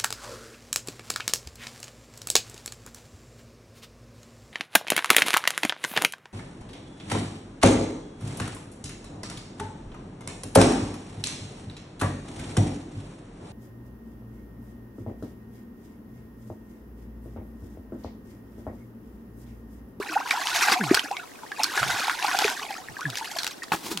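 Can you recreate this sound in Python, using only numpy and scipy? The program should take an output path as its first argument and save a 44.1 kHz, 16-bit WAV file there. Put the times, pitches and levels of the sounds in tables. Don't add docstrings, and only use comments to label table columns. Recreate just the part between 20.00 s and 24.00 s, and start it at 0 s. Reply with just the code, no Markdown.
import sys
import numpy as np
from scipy import signal
from scipy.io import wavfile
from scipy.ndimage import uniform_filter1d

SR = 44100
rng = np.random.default_rng(int(sys.argv[2]) if len(sys.argv) > 2 else 0)


def pcm_store(signal):
    levels = np.round(np.clip(np.atleast_2d(signal), -1, 1) * 32767)
    wavfile.write(sys.argv[1], SR, levels.astype(np.int16).T)


N = 176400
T = np.arange(N) / SR
EDGE_HZ, SNAP_RISE_S = 16100, 0.0008
WOBBLE = 0.04


def amp(db):
    return 10 ** (np.asarray(db) / 20)


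def unit(x):
    return x / np.sqrt(np.mean(x ** 2) + 1e-20)


def level(rows, column=1):
    rows = np.array(rows)
    return amp(np.interp(T, rows[:, 0], rows[:, column]))


def colour(x, points):
    hz, db = np.transpose(points)
    size = 2048
    bin_hz = abs(np.fft.fftfreq(size, 1 / SR))
    log_gain = np.log(amp(np.interp(np.log(bin_hz + 1), np.log(hz), db)))
    taps = np.fft.ifft(np.exp(np.conj(signal.hilbert(log_gain)))).real
    return signal.oaconvolve(x, taps[None, :size // 2], axes=1)[:, :N]


def hiss(spectrum, width=0.3):
    mid, side = rng.standard_normal((2, N))
    return unit(colour(np.array([mid + width * side, mid - width * side]), spectrum))


def add(mix, start_s, sound, pan=0):
    part = mix[:, max(round(start_s * SR), 0):][:, :len(sound)]
    part += np.array([[1 - pan], [1 + pan]]) * sound[:part.shape[1]]


def decay(t, t60_s):
    return np.exp(-np.log(1000) * t / t60_s)


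def envelope(rise_s, t60_s):
    t = np.arange(-rise_s, t60_s, 1 / SR)
    return t, np.where(t < 0, (1 + t / rise_s) ** 2, decay(t, t60_s))


def air():
    # frequency in Hz, gain in dB.
    spectrum = [(25, -17), (400, -3), (580, -6.5), (760, -5.5), (2500, -18), (7500, -19), (15000, -26)]
    return amp(-46.5) * hiss(spectrum, width=1.0)


def bank_echo(x):
    t = T[:SR // 4]
    taps = rng.standard_normal((2, len(t))) * (rng.random((2, len(t))) < 0.06)
    taps = taps * decay(t, t60_s=0.09) * (t > 0.002)
    echo = signal.oaconvolve(x, taps / np.linalg.norm(taps[0]), axes=1)[:, :N]
    return amp(-10.5) * colour(echo, [(450, -6), (1000, 3), (8000, 0)])


def bowl_on_bucket():
    # frequency in Hz, level in dB, t60 in seconds.
    modes = [(168, -15.5, 0.11), (336.6, -7.5, 0.097), (815, 1.5, 0.042), (900, 0.5, 0.032),
             (1460, -7, 0.025), (1720, -0.5, 0.014), (2630, -4.5, 0.021), (4300, -15, .03)]
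    # delay after the knock in seconds, level in dB.
    contacts = [(.001, -1), (.0035, -6), (.016, -6), (.027, -8)]
    # time in seconds, level in dB.
    scrape_curve = [(3.715, -89), (3.72, -32.5), (3.737, -29), (3.78, -43.5), (3.82, -45.5), (3.87, -32),
                    (3.9, -41.5), (3.918, -28.5), (3.96, -47), (4, -42)]
    # frequency in Hz, gain in dB.
    clack_spectrum = [(80, -35), (550, -14), (900, 0), (2700, -11), (9000, -38)]
    scrape_spectrum = [(40, -38), (130, -9), (340, 4), (560, -19), (830, -3), (1600, -12.5), (4700, -10),
                       (15000, -20)]
    knock_s, ring_db, clack_db = 3.718, -17, -16.5
    rings, clack_gain = np.zeros((2, 2, N))
    t = T[:SR // 4]
    attack = np.minimum(t / 0.00037, 1)
    clack_shape = envelope(SNAP_RISE_S, t60_s=0.025)[1]
    for delay_s, db in contacts:
        ring = sum(amp(mode_db) * decay(t, t60_s) * np.sin(2 * np.pi * (hz * t + rng.random()))
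                   for hz, mode_db, t60_s in modes)
        add(rings, knock_s + delay_s, amp(ring_db + db) * ring * attack)
        add(clack_gain, knock_s + delay_s, amp(clack_db + db) * clack_shape)
    grit = unit(amp(1.8 * unit(uniform_filter1d(rng.standard_normal(N), size=90))))
    clack = clack_gain * hiss(clack_spectrum)
    scrape = level(scrape_curve) * grit * hiss(scrape_spectrum, width=0.2)
    return rings + clack + scrape


def shoves():
    # start in seconds, length in seconds, level in dB.
    events = [(1.763, 0.15, -38.5), (1.823, 0.21, -46), (2.877, 0.08, -45)]
    gain = np.zeros((2, N))
    for start_s, length_s, db in events:
        add(gain, start_s, amp(db) * np.hanning(int(length_s * SR)))
    return gain * hiss([(30, -34), (70, -3), (150, 1), (260, -24), (900, -55)], width=0.6)


def glugs():
    # start, rise and fade in seconds, first and last pitch in Hz, level in dB.
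    events = [(.792, 0.021, 0.16, 264, 101, -23), (3.043, 0.029, 0.088, 178, 99, -26.5),
              (3.928, 0.033, 0.12, 247.4, 118, -35.5)]
    sag_s, overtone_db = 0.0506, -10
    out = np.zeros((2, N))
    for start_s, rise_s, fade_s, first_hz, last_hz, db in events:
        t, shape = envelope(rise_s, fade_s)
        hz = last_hz + (first_hz - last_hz) * np.exp(-((t + rise_s) / sag_s) ** 1.2)
        phase = 2 * np.pi * np.cumsum(hz) / SR
        tone = np.sin(phase) + amp(overtone_db) * np.sin(2 * phase)
        add(out, start_s, amp(db) * shape ** 0.51 * tone)
    return out


def plop():
    first_hz, last_hz, glide_s = 245, 393, 0.0057
    low_cut_hz = 130
    t, ring = envelope(rise_s=0.003, t60_s=0.06)
    pulse = decay(np.maximum(t - 0.0015, 0), t60_s=0.014)
    shape = np.minimum(ring, pulse + amp(-8) * ring)
    hz = last_hz + (first_hz - last_hz) * np.exp(-(t - t[0]) / glide_s)
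    tone = shape * np.sin(2 * np.pi * np.cumsum(hz) / SR)
    tone = signal.lfilter(*signal.butter(2, low_cut_hz, "highpass", fs=SR), tone)
    out = np.zeros((2, N))
    add(out, start_s=0.9102, sound=amp(-3) * tone)
    return out


def snaps():
    # start in seconds, level in dB.
    events = [(.9443, -10), (.9478, -12), (1.113, -30), (2.388, -14), (2.499, -20), (3.008, -29),
              (3.101, -26), (3.155, -23.5), (3.184, -24), (3.4322, -20), (3.4445, -21), (3.4664, -19),
              (3.476, -23), (3.9735, -19)]
    # frequency in Hz, gain in dB.
    spectrum = [(500, -16), (1800, -3), (5200, 0), (15000, -19)]
    crack = envelope(SNAP_RISE_S, t60_s=0.008)[1]
    mist = amp(-18) * envelope(SNAP_RISE_S, t60_s=0.06)[1]
    gain = np.zeros((2, N))
    for start_s, db in events:
        add(gain, start_s, amp(db) * crack)
        add(gain, start_s, amp(db) * mist)
    return gain * hiss(spectrum)


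def bubble(rise_s, t60_s, hz, octaves_per_s, wobble=WOBBLE):
    t, shape = envelope(rise_s, t60_s)
    step_s = 0.001
    knots_s = np.arange(-rise_s, t60_s + step_s, step_s)
    shake = 1 + wobble * np.interp(t, knots_s, rng.standard_normal(len(knots_s)))
    pitch_hz = np.minimum(hz * shake * 2 ** np.clip(octaves_per_s * t, -1, 1), SR / 2)
    return shape * np.sin(2 * np.pi * np.cumsum(pitch_hz) / SR)


def slaps():
    # start in seconds, level in dB, ring pitch in Hz, ring t60 in seconds.
    events = [(0.3066, -17.5, 3600, 0.0071), (0.3091, -10.5, 2310, .022), (0.47, -15.5, 3000, 0.012),
              (0.7135, -19, 4620, 0.018), (0.719, -18, 4610, 0.024), (0.7271, -22, 6100, 0.024),
              (0.7372, -15, 2060, 0.015), (0.9435, -11, 1500, 0.0035), (0.972, -19.5, 1580, 0.018),
              (0.993, -15, 2970, .014), (1.167, -21.5, 2130, 0.03), (1.517, -23, 1606, 0.045),
              (1.6332, -11, 5370, 0.011), (1.641, -12.5, 4570, 0.0068), (1.775, -14.5, 1633, 0.041),
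              (1.829, -12, 1310, 0.015), (1.903, -16, 1500, .012), (2.096, -13, 1520, 0.0074),
              (2.225, -21, 2700, .012), (2.313, -19, 1650, .015), (2.443, -12.5, 2400, 0.0071),
              (2.479, -16, 1440, 0.027), (3.386, -21, 4300, .04)]
    rise_s, band_ratio, ring_db, splat_db = 0.0013, 1.87, 1, -4.5
    shape = envelope(rise_s, t60_s=0.015)[1]
    out = np.zeros((2, N))
    for start_s, db, hz, t60_s in events:
        pan = rng.uniform(-0.17, 0.36)
        band = signal.butter(1, [hz / band_ratio, min(hz * band_ratio, EDGE_HZ)], "bandpass", fs=SR)
        splat = unit(signal.lfilter(*band, signal.lfilter(*band, rng.standard_normal(SR // 10))))
        add(out, start_s, amp(db + ring_db) * bubble(rise_s, t60_s, hz, octaves_per_s=11.3), pan)
        add(out, start_s, amp(db + splat_db) * shape * splat[:len(shape)], pan)
    return out


def large_bubbles():
    # start, rise and t60 in seconds, pitch in Hz, glide in octaves per second, peak in dB.
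    events = [(0, 0.0014, 0.054, 382, 8, -21), (0.093, 0.0088, 0.22, 318, -1.5, -34),
              (.151, .017, 0.038, 830, 22, -11), (0.172, 0.0041, 0.021, 1430, 69, -17.5),
              (.2, 0.0032, 0.12, 793, 55, -23.5), (.336, 0.0035, 0.12, 772, 21.5, -22),
              (.37, 0.0061, 0.053, 906, 11, -20.5), (.677, 0.0089, 0.013, 808, 10, -10),
              (.748, 0.019, 0.15, 734, 5, -22), (0.804, 0.01, 0.009, 1620, 45, -17),
              (1.11, 0.0033, 0.1, 752, 15, -19.5), (1.425, 0.012, 0.053, 886, -6, -33),
              (1.599, 0.0019, 0.03, 795, -3.5, -17), (2.08, 0.0025, 0.029, 910, 24, -15),
              (2.243, 0.0038, 0.03, 850, -2.5, -11.5), (2.272, 0.009, 0.096, 931, 17, -23),
              (2.341, 0.0088, .02, 777, -13, -13.5), (2.386, 0.0032, 0.049, 834, 3, -18),
              (2.417, 0.0065, 0.014, 787, 8, -13), (2.444, .006, 0.053, 435, -10, -15.5),
              (2.704, .002, 0.09, 800, -1, -25.5), (2.885, 0.00098, 0.013, 1910, -9.5, -25),
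              (2.966, .003, 0.019, 1634, -11, -24.5), (2.988, 0.0047, 0.058, 990, 25.5, -29.5),
              (3.008, .009, 0.048, 1350, 33, -26), (3.053, 0.0019, 0.04, 1753, -7, -17),
              (3.21, 0.0024, 0.13, 891, 0, -26), (3.36, 0.004, 0.045, 700, -6, -24.5),
              (3.62, 0.0023, 0.042, 1840, -1.5, -27)]
    out = np.zeros((2, N))
    for start_s, rise_s, t60_s, hz, octaves_per_s, db in events:
        pan = rng.uniform(-0.058, 0.067)
        add(out, start_s, amp(db) * bubble(rise_s, t60_s, hz, octaves_per_s), pan)
    return out


def ticks():
    per_s, spread_db = 260, 3.2
    strength = amp(spread_db * np.minimum(rng.exponential(1, N), 3.5))
    clicks = strength * (rng.random(N) < per_s / SR)
    pan = rng.uniform(-0.68, 0.61, N)
    spectrum = [(400, -19), (1500, -4), (4500, 2.5), (9000, -13.5), (15000, -16.5)]
    return unit(colour(clicks * np.array([1 - pan, 1 + pan]), spectrum))


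def spurts():
    # start in seconds, spray level in dB.
    events = [(2.704, -38.5), (3.169, -36.5), (3.243, -39.5), (3.31, -38.5), (3.363, -36.5), (3.384, -30.5),
              (3.507, -38.5), (3.631, -39)]
    motion = np.zeros((2, N))
    for start_s, db in events:
        add(motion, start_s, amp(db) * envelope(rise_s=0.0023, t60_s=0.055)[1])
    return motion[0]


def swarm(motion, spectrum, peak_per_s, low_hz, high_hz, cycles, glide_oct, spread_db, width,
          wobble=WOBBLE):
    out = np.zeros((2, N))
    count = np.cumsum(peak_per_s * (motion / motion.max()) ** 0.7) / SR
    draws = rng.random((12000, 6))[:int(count[-1])]
    for k, (when, pitch, ring, glide, weakness, side) in enumerate(draws):
        hz = low_hz * (high_hz / low_hz) ** pitch
        t60_s = cycles * 2 ** (2 * ring - 1) / hz
        rise_s = 0.18 * t60_s
        sound = bubble(rise_s, t60_s, hz, glide_oct * (glide - 0.25) / t60_s, wobble)
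        gain = amp(-spread_db * np.log(weakness + 0.06))
        add(out, np.interp(k + when, count, T), gain * sound, pan=width * (2 * side - 1) + 0.04)
    out = unit(colour(out, spectrum))
    window = int(0.055 * SR) + 1
    power = uniform_filter1d(uniform_filter1d((out ** 2).mean(0), window), window)
    return out * motion / np.sqrt(abs(power) + 0.0011)


def sloshing():
    # time in seconds, bubble level in dB, spray level in dB.
    drain = [(0, -35.5, -43), (.08, -40, -47), (.135, -34, -38.5), (.19, -43, -49.5), (.25, -41.5, -46),
             (.29, -33, -36), (.41, -36, -38), (.48, -31, -30.5), (.525, -35, -35.5), (.56, -28, -27),
             (.66, -26.5, -28.5), (.685, -21.5, -27.5), (.735, -26, -25.5), (.76, -34, -40.5),
             (.86, -35.5, -38), (.9, -29.5, -37), (.97, -30.5, -32.5), (1.03, -37.5, -41), (1.1, -43, -49),
             (1.2, -43, -50), (1.3, -54, -62)]
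    scoop = [(1.48, -52, -59), (1.55, -47, -48), (1.605, -30, -36), (1.68, -39, -39.5), (1.78, -31, -32.5),
             (2.1, -31, -33), (2.16, -38, -39), (2.3, -31, -34), (2.45, -29.5, -28.5), (2.56, -39, -40),
             (2.77, -43, -47), (2.92, -56.5, -56)]
    dribble = [(2.999, -46, -48), (3.2, -44.5, -43), (3.461, -47, -43), (3.581, -57, -55.5),
               (4, -57.5, -57)]
    # time in seconds, level in dB.
    churn_curve = [(0, -51), (.45, -55), (.66, -47), (.725, -31.5), (.76, -50), (.97, -44), (1.3, -59.5),
                   (1.53, -56.5), (1.61, -47.5), (1.83, -43), (2.2, -53), (2.45, -42), (2.6, -55),
                   (3.6, -57)]
    # frequency in Hz, gain in dB.
    bubble_spectrum = [(350, -65.5), (560, -12), (690, -5.5), (820, -0.5), (1150, -2.5), (1550, 5),
                       (2000, -2), (2600, 2.5), (3600, -21)]
    spray_spectrum = [(300, -19), (560, -28), (900, -5), (1800, -1), (2400, -9.5), (3400, -3.5), (4600, -2),
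                      (6500, -2.5), (8500, -7), (12000, -7.5), (15500, -21)]
    churn_spectrum = [(60, -22), (300, 0), (560, -6), (1200, -20)]
    motion, spurt = [*drain, *scoop, *dribble], spurts()
    stir = level(motion, column=1) + amp(-6) * spurt
    spray = level(motion, column=2) + spurt
    lump_s, lump_db = 0.01, 2.14
    flutter = signal.oaconvolve(rng.standard_normal(N), np.hanning(int(2 * lump_s * SR)), "same")
    lumps = unit(amp(lump_db * unit(flutter)))
    bubbles = swarm(stir, bubble_spectrum, peak_per_s=750, low_hz=646, high_hz=2910,
                    cycles=36, glide_oct=1.26, spread_db=1.0, width=0.35, wobble=0.08)
    drops = swarm(spray, spray_spectrum, peak_per_s=3200, low_hz=1976, high_hz=14800,
                  cycles=31, glide_oct=0.34, spread_db=3.6, width=0.094)
    churn = swarm(level(churn_curve), churn_spectrum, peak_per_s=200, low_hz=220, high_hz=560,
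                  cycles=12, glide_oct=0.5, spread_db=4, width=0.2)
    fizz = amp(-6.5) * hiss(spray_spectrum, width=0.22) + amp(-7) * ticks()
    return lumps * (amp(1.5) * bubbles + amp(-0.8) * drops + churn + spray * fizz)


def scene():
    water = sloshing() + large_bubbles() + slaps() + snaps() + glugs() + plop() + shoves()
    near = water + bowl_on_bucket()
    return near + bank_echo(near) + air()


def record(dry):
    taps = signal.firwin(255, EDGE_HZ, window=("kaiser", 9), fs=SR)
    return signal.oaconvolve(dry, taps[None], "same")


dry = scene()
out = record(dry)
pcm_store(out)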